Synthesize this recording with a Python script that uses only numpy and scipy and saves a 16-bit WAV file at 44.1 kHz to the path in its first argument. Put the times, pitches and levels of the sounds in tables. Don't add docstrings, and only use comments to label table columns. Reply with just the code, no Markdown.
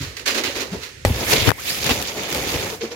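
import sys
import numpy as np
from scipy import signal
from scipy.fft import rfft, irfft, next_fast_len
from scipy.io import wavfile

SR = 44100
rng = np.random.default_rng(int(sys.argv[2]) if len(sys.argv) > 2 else 0)


def store_pcm(level_fs):
    pcm = np.round(np.clip(level_fs, -1, 1) * 32767).astype(np.int16)
    wavfile.write(sys.argv[1], SR, np.atleast_2d(pcm).T)


N = 130095
T = np.arange(N) / SR

# t/s, level/dB before trim
DRAUGHT = [(0, -31.5), (.22, -47.5), (.45, -42.5), (.65, -46.5), (.76, -35.5), (.85, -52), (1.048, -42),
           (1.056, -21.5), (1.115, -21.5), (1.135, -28), (1.3, -35.5), (1.38, -23), (1.5, -28), (1.55, -48),
           (1.75, -41), (1.9, -26.5), (2.12, -46), (2.39, -35), (2.47, -37), (2.57, -31), (2.7, -41.5),
           (2.76, -46.5), (2.95, -51)]
# f/Hz, level/dB
DRAUGHT_SPECTRUM = [(22, -40), (45, -14), (85, -6), (120, -9), (170, -18), (260, -28.5)]
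DRAUGHT_TRIM_DB = -1.5
# t/s, L-R/dB
LOW_PAN = [(0, -0.5), (1.3, 0.5), (1.42, 7), (1.5, 10), (1.58, 15), (1.7, 4.5), (2.1, 1), (2.6, 1),
           (2.95, 1.5)]
# f/Hz, level/dB
FLOOR_SPECTRUM = [(59, -55), (100, -29), (300, -15), (497, -12), (825, -37), (1760, -11.5), (3690, -18),
                  (6000, -19), (15500, -40.5)]
FLOOR_DB, FLOOR_PAN_DB = -44, -7

# t/s, rasp rise/ms, rasp decay/ms, rasp level/dB, hollow rub level/dB (before trims)
TUGS = [(-.01, 33, 67, -34.5, -39.5), (0.166, 2.6, 16, -32, -53), (.192, 3.5, 21, -36, -40),
        (0.256, 5.4, 36, -25, -32.5), (.266, 15.6, 44, -23, -30), (0.342, 5.8, 39, -27.5, -27),
        (0.353, 30.5, 28, -26.5, -27.5), (.435, 1.9, 69, -26.5, -30), (0.545, 16.4, 68, -30.5, -30),
        (.595, 24, 14.3, -27.5, -31), (0.699, 35, 83, -40, -40.5), (.722, 19.6, 9, -46, -26.5),
        (0.803, 34, 45, -36.5, -65)]
# f/Hz, level/dB
RASP_SPECTRUM = [(470, -28), (800, -12), (1250, -3), (1550, -0.5), (1860, 1.5), (2730, 1), (3330, -2.5),
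                 (4060, 1), (5400, -3.5), (7010, -5), (7840, -13.5), (15500, -16.5)]
# f/Hz, level/dB
RUB_SPECTRUM = [(76, -83), (130, -35), (235, -10.5), (327, -10.5), (419, -6.5), (822, -20), (1000, -18),
                (1300, -22), (2200, -120)]
RASP_TRIM_DB, RASP_PAN_DB, RUB_TRIM_DB, RUB_PAN_DB = 2.5, -6.5, -1, 0.2
SHED_T60_S, ROPE_WET_DB, SHEET_WET_DB = 0.15, -14, -23.5

# t/s, rise/ms, decay/ms, nominal f/Hz, level/dB, L-R/dB
HUMS = [(.004, 14, 15, 130, -26.5, -2.5), (.005, 4.8, 17.5, 267, -31.5, 1), (.492, 8.3, 16, 565, -30, 3),
        (0.717, 16, 10, 190, -22.5, 1), (1.052, 8, 13, 86, -12, 1), (1.098, 14, 8.5, 94, -12.5, 1.5),
        (1.099, 2.7, 11.7, 237, -18.5, 1), (1.326, 9.5, 17, 443, -19, 12), (1.469, 15.4, 7.6, 110, -12, 23),
        (1.471, 3.7, 15, 282, -16.5, 21), (1.89, 26, 12, 258, -28.5, 0), (2.345, 12, 14, 518, -27.5, 7),
        (2.534, 15, 18, 491, -27, 2.5), (2.542, 10, 22, 96.5, -24, 3), (2.72, 11.5, 10, 446, -27, 3.5),
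        (2.806, 19, 28, 463, -24, 2), (2.832, 7.1, 10, 350, -23, -1), (2.826, 12, 21, 229, -30, -2),
        (2.908, 14, 25, 462, -31, .5)]
HUM_WANDER, HUM_WANDER_HZ = .05, 150
# t/s, rise/ms, decay/ms, level/dB, L-R/dB
FOLDS = [(0.271, 6.9, 31, -28.5, -8), (.365, 3.7, 35, -31, -11), (.44, 7, 73, -30, -5),
         (1.891, 2.6, 12, -17.5, -3), (1.906, 3.3, 11, -24, 8), (2.342, 10, 33, -32, -3),
         (2.538, 6, 16, -32, 0)]
# f/Hz, level/dB
FOLD_SPECTRUM = [(130, -18), (260, 6.5), (520, 1.5), (900, -2), (1500, -8.5), (2800, 3), (3900, -6),
                 (5200, -32)]

# f/Hz, level/dB, decay/ms
SLAP_MODES = [(572, -2, 2.1), (815, -22, 21), (1840, -17, 2), (3101, -38, 2.5), (4260, -18.5, 4),
              (5700, -19, 3), (7800, -16.5, 1.7)]
SLAP_S, SLAP_CRACK_DB, SLAP_CRACK_MS = 1.05, -12.5, 4
# f/Hz, level/dB
CRACK_SPECTRUM = [(150, 7.5), (900, 6), (2000, 8.5), (5000, -4), (9000, -7.5), (15000, -8)]

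# t/s, crinkle/dB, top hiss/dB, hollow body/dB (before trims)
FALL = [(1.06, -32.5, -37.5, -25), (1.126, -37, -44.5, -36), (1.234, -29, -39.5, -27),
        (1.26, -33, -37.5, -34), (1.314, -22.5, -27.5, -24), (1.332, -20, -28.5, -19.5),
        (1.382, -27, -36.5, -27), (1.446, -27.5, -35.5, -30), (1.488, -21.5, -31, -19),
        (1.522, -63, -57, -44), (1.54, -53, -49, -80)]
# t/s, crinkle/dB, top hiss/dB, hollow body/dB (before trims)
SETTLE = [(1.55, -55, -54, -50), (1.6, -37, -44, -46.5), (1.642, -36.5, -43.5, -45.5),
          (1.686, -30, -34, -36.5), (1.81, -33, -39, -36), (1.862, -25.5, -36.5, -28.5),
          (1.886, -29.5, -38, -31.5), (1.908, -23.5, -33.5, -22), (1.935, -28.5, -36.5, -32),
          (1.986, -31, -42.5, -29), (2.028, -34, -37.5, -32), (2.05, -34, -46, -40),
          (2.085, -30.5, -44, -33.5), (2.14, -40, -46.5, -36), (2.18, -33, -45, -30.5),
          (2.266, -34.5, -46.5, -34), (2.356, -30.5, -37.5, -28), (2.458, -33, -41, -32),
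          (2.492, -29, -37, -29), (2.708, -34.5, -46, -33.5), (2.746, -38.5, -46.5, -34.5),
          (2.8, -64, -57, -50), (2.812, -33.5, -59, -41), (2.84, -36, -50, -33.5), (2.902, -49, -66, -43.5),
          (2.918, -38, -54, -39), (2.95, -48, -62, -39)]
# f/Hz, level/dB
CRINKLE_SPECTRUM = [(530, -30), (900, -11.5), (1600, -3), (1690, 1), (2280, 3.5), (3220, 0.5), (3520, 1.5),
                    (7000, -3), (7800, -15.5), (10100, -32), (17200, -120)]
# f/Hz, level/dB
HISS_SPECTRUM = [(4290, -35), (7300, -2.5), (8380, -5.5), (11900, 0), (15100, -4.5), (15700, -5.5)]
# f/Hz, level/dB
BODY_SPECTRUM = [(94, -14), (160, -0.5), (290, 2), (453, 3.5), (552, 3.5), (604, -0.5), (768, -0.5),
                 (1150, -6), (1500, -7), (2530, -120)]
CRINKLE_TRIM_DB, HISS_TRIM_DB, BODY_TRIM_DB = 1.38, 2, 0.4
CRINKLE_PAN_DB, HISS_PAN_DB = -4.5, -0.5
PATCH_RMS_DB, PATCH_HZ = 2.0, 20

# t/s, rise/ms, decay/ms, level/dB
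SLIDE = (1.3, 55, 106, -27)
# f/Hz, level/dB
SLIDE_SPECTRUM = [(1650, -12), (2150, 3), (2650, -12)]
# t/s, level/dB before trim, L-R/dB
CREASES = [(1.334, -4.5, 14), (1.842, -9.5, 0), (1.864, -10.5, 18), (1.894, -8, -6), (1.905, -16, 16),
           (1.913, -13, 3), (2.015, -19, -6), (2.0243, -12.5, 3), (2.073, -19, 1), (2.234, -19, -1),
           (2.302, -19, -8), (2.3262, -11.5, -2.5), (2.347, -12, 3), (2.4735, -22, -10), (2.701, -18, -9)]
# f/Hz, level/dB
CREASE_SPECTRUM = [(300, -19), (1200, -1), (2500, 5.5), (6800, 1), (8000, -4.5), (12000, -7), (16000, -5)]
CREASE_DECAY_MS, CREASE_TRIM_DB = 2.8, -5

# t/s, ring level/dB, L-R/dB, ring f/Hz, ring decay/ms, crack level/dB
KNOCKS = [(1.49, -10, 27, 1390, 1.9, -11), (1.5049, -9, 31, 1860, 0.55, -9.5),
          (1.5166, -2.5, 31, 1000, 0.61, -15.5)]
CRACK_DECAY_RATIO = 2
# t/s, length/s, from f/Hz, to f/Hz, level/dB
ZIPS = [(1.57, .052, 620, 1580, -41.5), (1.576, .036, 1650, 2250, -41), (1.668, .03, 2050, 2700, -30),
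        (1.665, .062, 2900, 4950, -28.5), (1.706, .046, 4500, 5300, -36)]
ZIP_ROUGH, ZIP_OCTAVE_DB = .06, -14
CUTOFF_HZ = 15850


def from_db(db):
    return 10 ** (np.asarray(db) / 20)


def rms_one(x):
    return x / np.sqrt(np.mean(np.abs(x) ** 2) + 1e-20)


def in_time(rows):
    s, *columns = np.transpose(rows)
    return [np.interp(T, s, c) for c in columns]


def pan(db):
    gains = from_db(np.array([[1], [-1]]) * db / 2)
    return gains / gains.mean(0)


def colour(x, spectrum):
    size = next_fast_len(N + SR // 2, True) // 2 * 2
    octave = np.log2(np.fft.rfftfreq(size, 1 / SR) + 1)
    hz, db = np.transpose(spectrum)
    knots = np.log2(hz)
    octaves_outside = np.abs(octave - np.clip(octave, knots[0], knots[-1]))
    gain_db = np.interp(octave, knots, db) - np.minimum(60 * octaves_outside, 70)
    cepstrum = irfft(np.log(rms_one(from_db(gain_db))))
    cepstrum[1:size // 2] *= 2
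    cepstrum[size // 2 + 1:] = 0
    return irfft(rfft(x, size) * np.exp(rfft(cepstrum)))[..., :N]


def drift(rate_hz):
    r = np.exp(-2 * np.pi * rate_hz / SR)
    noise = rng.standard_normal(N + SR)
    return rms_one(signal.lfilter([1], [1, -2 * r, r * r], noise)[SR:])


def swell(start_s, rise_ms, decay_ms):
    ms = (T - start_s) * 1000
    rise = np.clip(ms / abs(rise_ms), 0, 1)
    return rise * np.exp(-np.clip((ms - rise_ms) / abs(decay_ms), 0, 30))


def slips(per_s, spread_db, scatter_ms, lag_ms, clump_db):
    size = from_db(spread_db * np.minimum(rng.exponential(1, N), 4))
    size = size * rng.choice([-1, 1], N)
    left = size * (rng.random(N) < per_s / SR) * from_db(clump_db * drift(48))
    delay = (lag_ms + scatter_ms * rng.standard_normal(N)) * SR / 1000
    right_at = (np.arange(N) + np.round(delay).astype(int)) % N
    return np.array([left, np.bincount(right_at, left, N)])


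def voiced(clicks, spectrum, gain):
    return colour(clicks * gain, spectrum) / np.std(colour(clicks.mean(0), spectrum))


def air():
    gusts = slips(per_s=2500, spread_db=1.2, scatter_ms=.7, lag_ms=.2, clump_db=1.5)
    level = from_db(in_time(DRAUGHT)[0] + DRAUGHT_TRIM_DB)
    draught = voiced(gusts, DRAUGHT_SPECTRUM, level) * pan(in_time(LOW_PAN)[0])
    floor = colour(rng.standard_normal((2, N)), FLOOR_SPECTRUM)
    return draught + from_db(FLOOR_DB) * pan(FLOOR_PAN_DB) * floor


def rope():
    rasp_power = sum((from_db(db) * swell(s, rise, decay)) ** 2 for s, rise, decay, db, _ in TUGS)
    rub_power = sum((from_db(db) * swell(s, rise + 6, decay * 1.56)) ** 2
                    for s, rise, decay, _, db in TUGS)
    rasp_slips = slips(per_s=8000, spread_db=2.0, scatter_ms=.35, lag_ms=-.12, clump_db=0.5)
    rub_slips = slips(per_s=3200, spread_db=1.0, scatter_ms=0.2, lag_ms=-0.028, clump_db=0.1)
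    rasp = voiced(rasp_slips, RASP_SPECTRUM, np.sqrt(rasp_power))
    rub = voiced(rub_slips, RUB_SPECTRUM, np.sqrt(rub_power))
    return from_db(RASP_TRIM_DB) * pan(RASP_PAN_DB) * rasp + from_db(RUB_TRIM_DB) * pan(RUB_PAN_DB) * rub


def shed(x):
    size = next_fast_len(N + SR)
    hz = np.fft.rfftfreq(size, 1 / SR)
    walls = np.zeros((2, len(hz)), complex)
    for k, lag_s in enumerate(np.geomspace(.007, .043, 16)):
        loss = from_db(-60 * lag_s / SHED_T60_S) / (1 + (hz / 14000) ** 2)
        echo = loss * np.exp(-2j * np.pi * hz * lag_s)
        walls[k % 2] += (-1) ** (k // 2) * echo / (1 - echo)
    return irfft(rfft(x, size) * rms_one(walls), size)[:, :N]


def hums():
    out = 0
    wander = np.exp(HUM_WANDER * drift(HUM_WANDER_HZ))
    for s, rise, decay, hz, db, pan_db in HUMS:
        phase = 2 * np.pi * np.cumsum(hz * wander * (T > s)) / SR
        level = np.sqrt(2) * from_db(db) * pan(pan_db) * swell(s, rise, decay)
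        out = out + level * np.sin(phase)
    return out


def folds():
    level = sum(from_db(db) * pan(pan_db) * swell(s, rise, decay) for s, rise, decay, db, pan_db in FOLDS)
    buckles = slips(per_s=4000, spread_db=2.5, scatter_ms=0.22, lag_ms=0.058, clump_db=.5)
    return voiced(buckles, FOLD_SPECTRUM, level)


def slap():
    ring = sum(from_db(db) * swell(SLAP_S, 0.096, decay) * np.sin(2 * np.pi * hz * (T - SLAP_S))
               for hz, db, decay in SLAP_MODES)
    crack = from_db(SLAP_CRACK_DB) * swell(SLAP_S, 0.25, SLAP_CRACK_MS)
    return ring + colour(crack * rng.standard_normal((2, N)), CRACK_SPECTRUM)


def shifting(x):
    octave = np.log2(np.fft.rfftfreq(N, 1 / SR) + 1)
    centres = np.log2(np.geomspace(700, 8000, 8))
    spectrum, out = rfft(x), 0
    for share in np.eye(len(centres)):
        band = irfft(spectrum * np.sqrt(np.interp(octave, centres, share)), N)
        out = out + band * rms_one(from_db(PATCH_RMS_DB * drift(PATCH_HZ)))
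    return out * np.std(x) / np.std(out)


def sheet():
    crinkle_db, hiss_db, body_db = in_time(list(FALL) + list(SETTLE))
    loose = T > SLAP_S
    crinkle_slips = slips(per_s=9000, spread_db=3.5, scatter_ms=.32, lag_ms=.22, clump_db=0.74)
    hiss_slips = slips(per_s=18000, spread_db=3.0, scatter_ms=0.25, lag_ms=0.17, clump_db=1.0)
    body_slips = slips(per_s=4000, spread_db=1.5, scatter_ms=.2, lag_ms=.15, clump_db=1.2)
    crinkle = voiced(crinkle_slips, CRINKLE_SPECTRUM, loose * from_db(crinkle_db + CRINKLE_TRIM_DB))
    hiss = voiced(hiss_slips, HISS_SPECTRUM, loose * from_db(hiss_db + HISS_TRIM_DB))
    body = voiced(body_slips, BODY_SPECTRUM, loose * from_db(body_db + BODY_TRIM_DB))
    rustle = pan(CRINKLE_PAN_DB) * shifting(crinkle) + pan(HISS_PAN_DB) * hiss
    return rustle + pan(in_time(LOW_PAN)[0]) * body


def slide():
    s, rise, decay, db = SLIDE
    return from_db(db) * swell(s, rise, decay) * colour(rng.standard_normal((2, N)), SLIDE_SPECTRUM)


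def creases():
    level = sum(from_db(db + CREASE_TRIM_DB) * pan(pan_db) * swell(s, 0.41, CREASE_DECAY_MS)
                for s, db, pan_db in CREASES)
    return colour(level * rng.standard_normal((2, N)), CREASE_SPECTRUM)


def knocks():
    ring, crack = 0, 0
    for s, ring_db, pan_db, hz, decay, crack_db in KNOCKS:
        tone = swell(s, 0.088, decay) * np.sin(2 * np.pi * hz * (T - s))
        ring = ring + from_db(ring_db) * pan(pan_db) * tone
        crack = crack + from_db(crack_db) * pan(pan_db) * swell(s, 0.13, CRACK_DECAY_RATIO * decay)
    return ring + colour(crack * rng.standard_normal((2, N)), CRACK_SPECTRUM)


def zips():
    out = 0
    for s, length, from_hz, to_hz, db in ZIPS:
        along = np.clip((T - s) / length, 0, 1)
        hz = from_hz + (to_hz - from_hz) * np.sin(np.pi / 2 * along)
        rough = 1 + ZIP_ROUGH * np.array([drift(530), drift(605)])
        phase = 2 * np.pi * np.cumsum(hz * (T > s) * rough, axis=1) / SR
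        tone = np.sin(phase) + from_db(ZIP_OCTAVE_DB) * np.sin(2 * phase)
        out = out + 2 * from_db(db) * np.sin(np.pi * along) * tone
    return out * pan(CRINKLE_PAN_DB)


def scene():
    tugs = rope()
    plastic = sheet() + creases() + folds() + zips() + slide()
    room = shed(from_db(ROPE_WET_DB) * tugs + from_db(SHEET_WET_DB) * plastic)
    return tugs + plastic + room + hums() + slap() + knocks() + air()


def record(dry):
    low_pass = signal.ellip(12, .1, 80, CUTOFF_HZ, fs=SR, output="sos")
    return signal.sosfilt(low_pass, np.clip(dry, -1, 1))


dry = scene()
out = record(dry)
store_pcm(out)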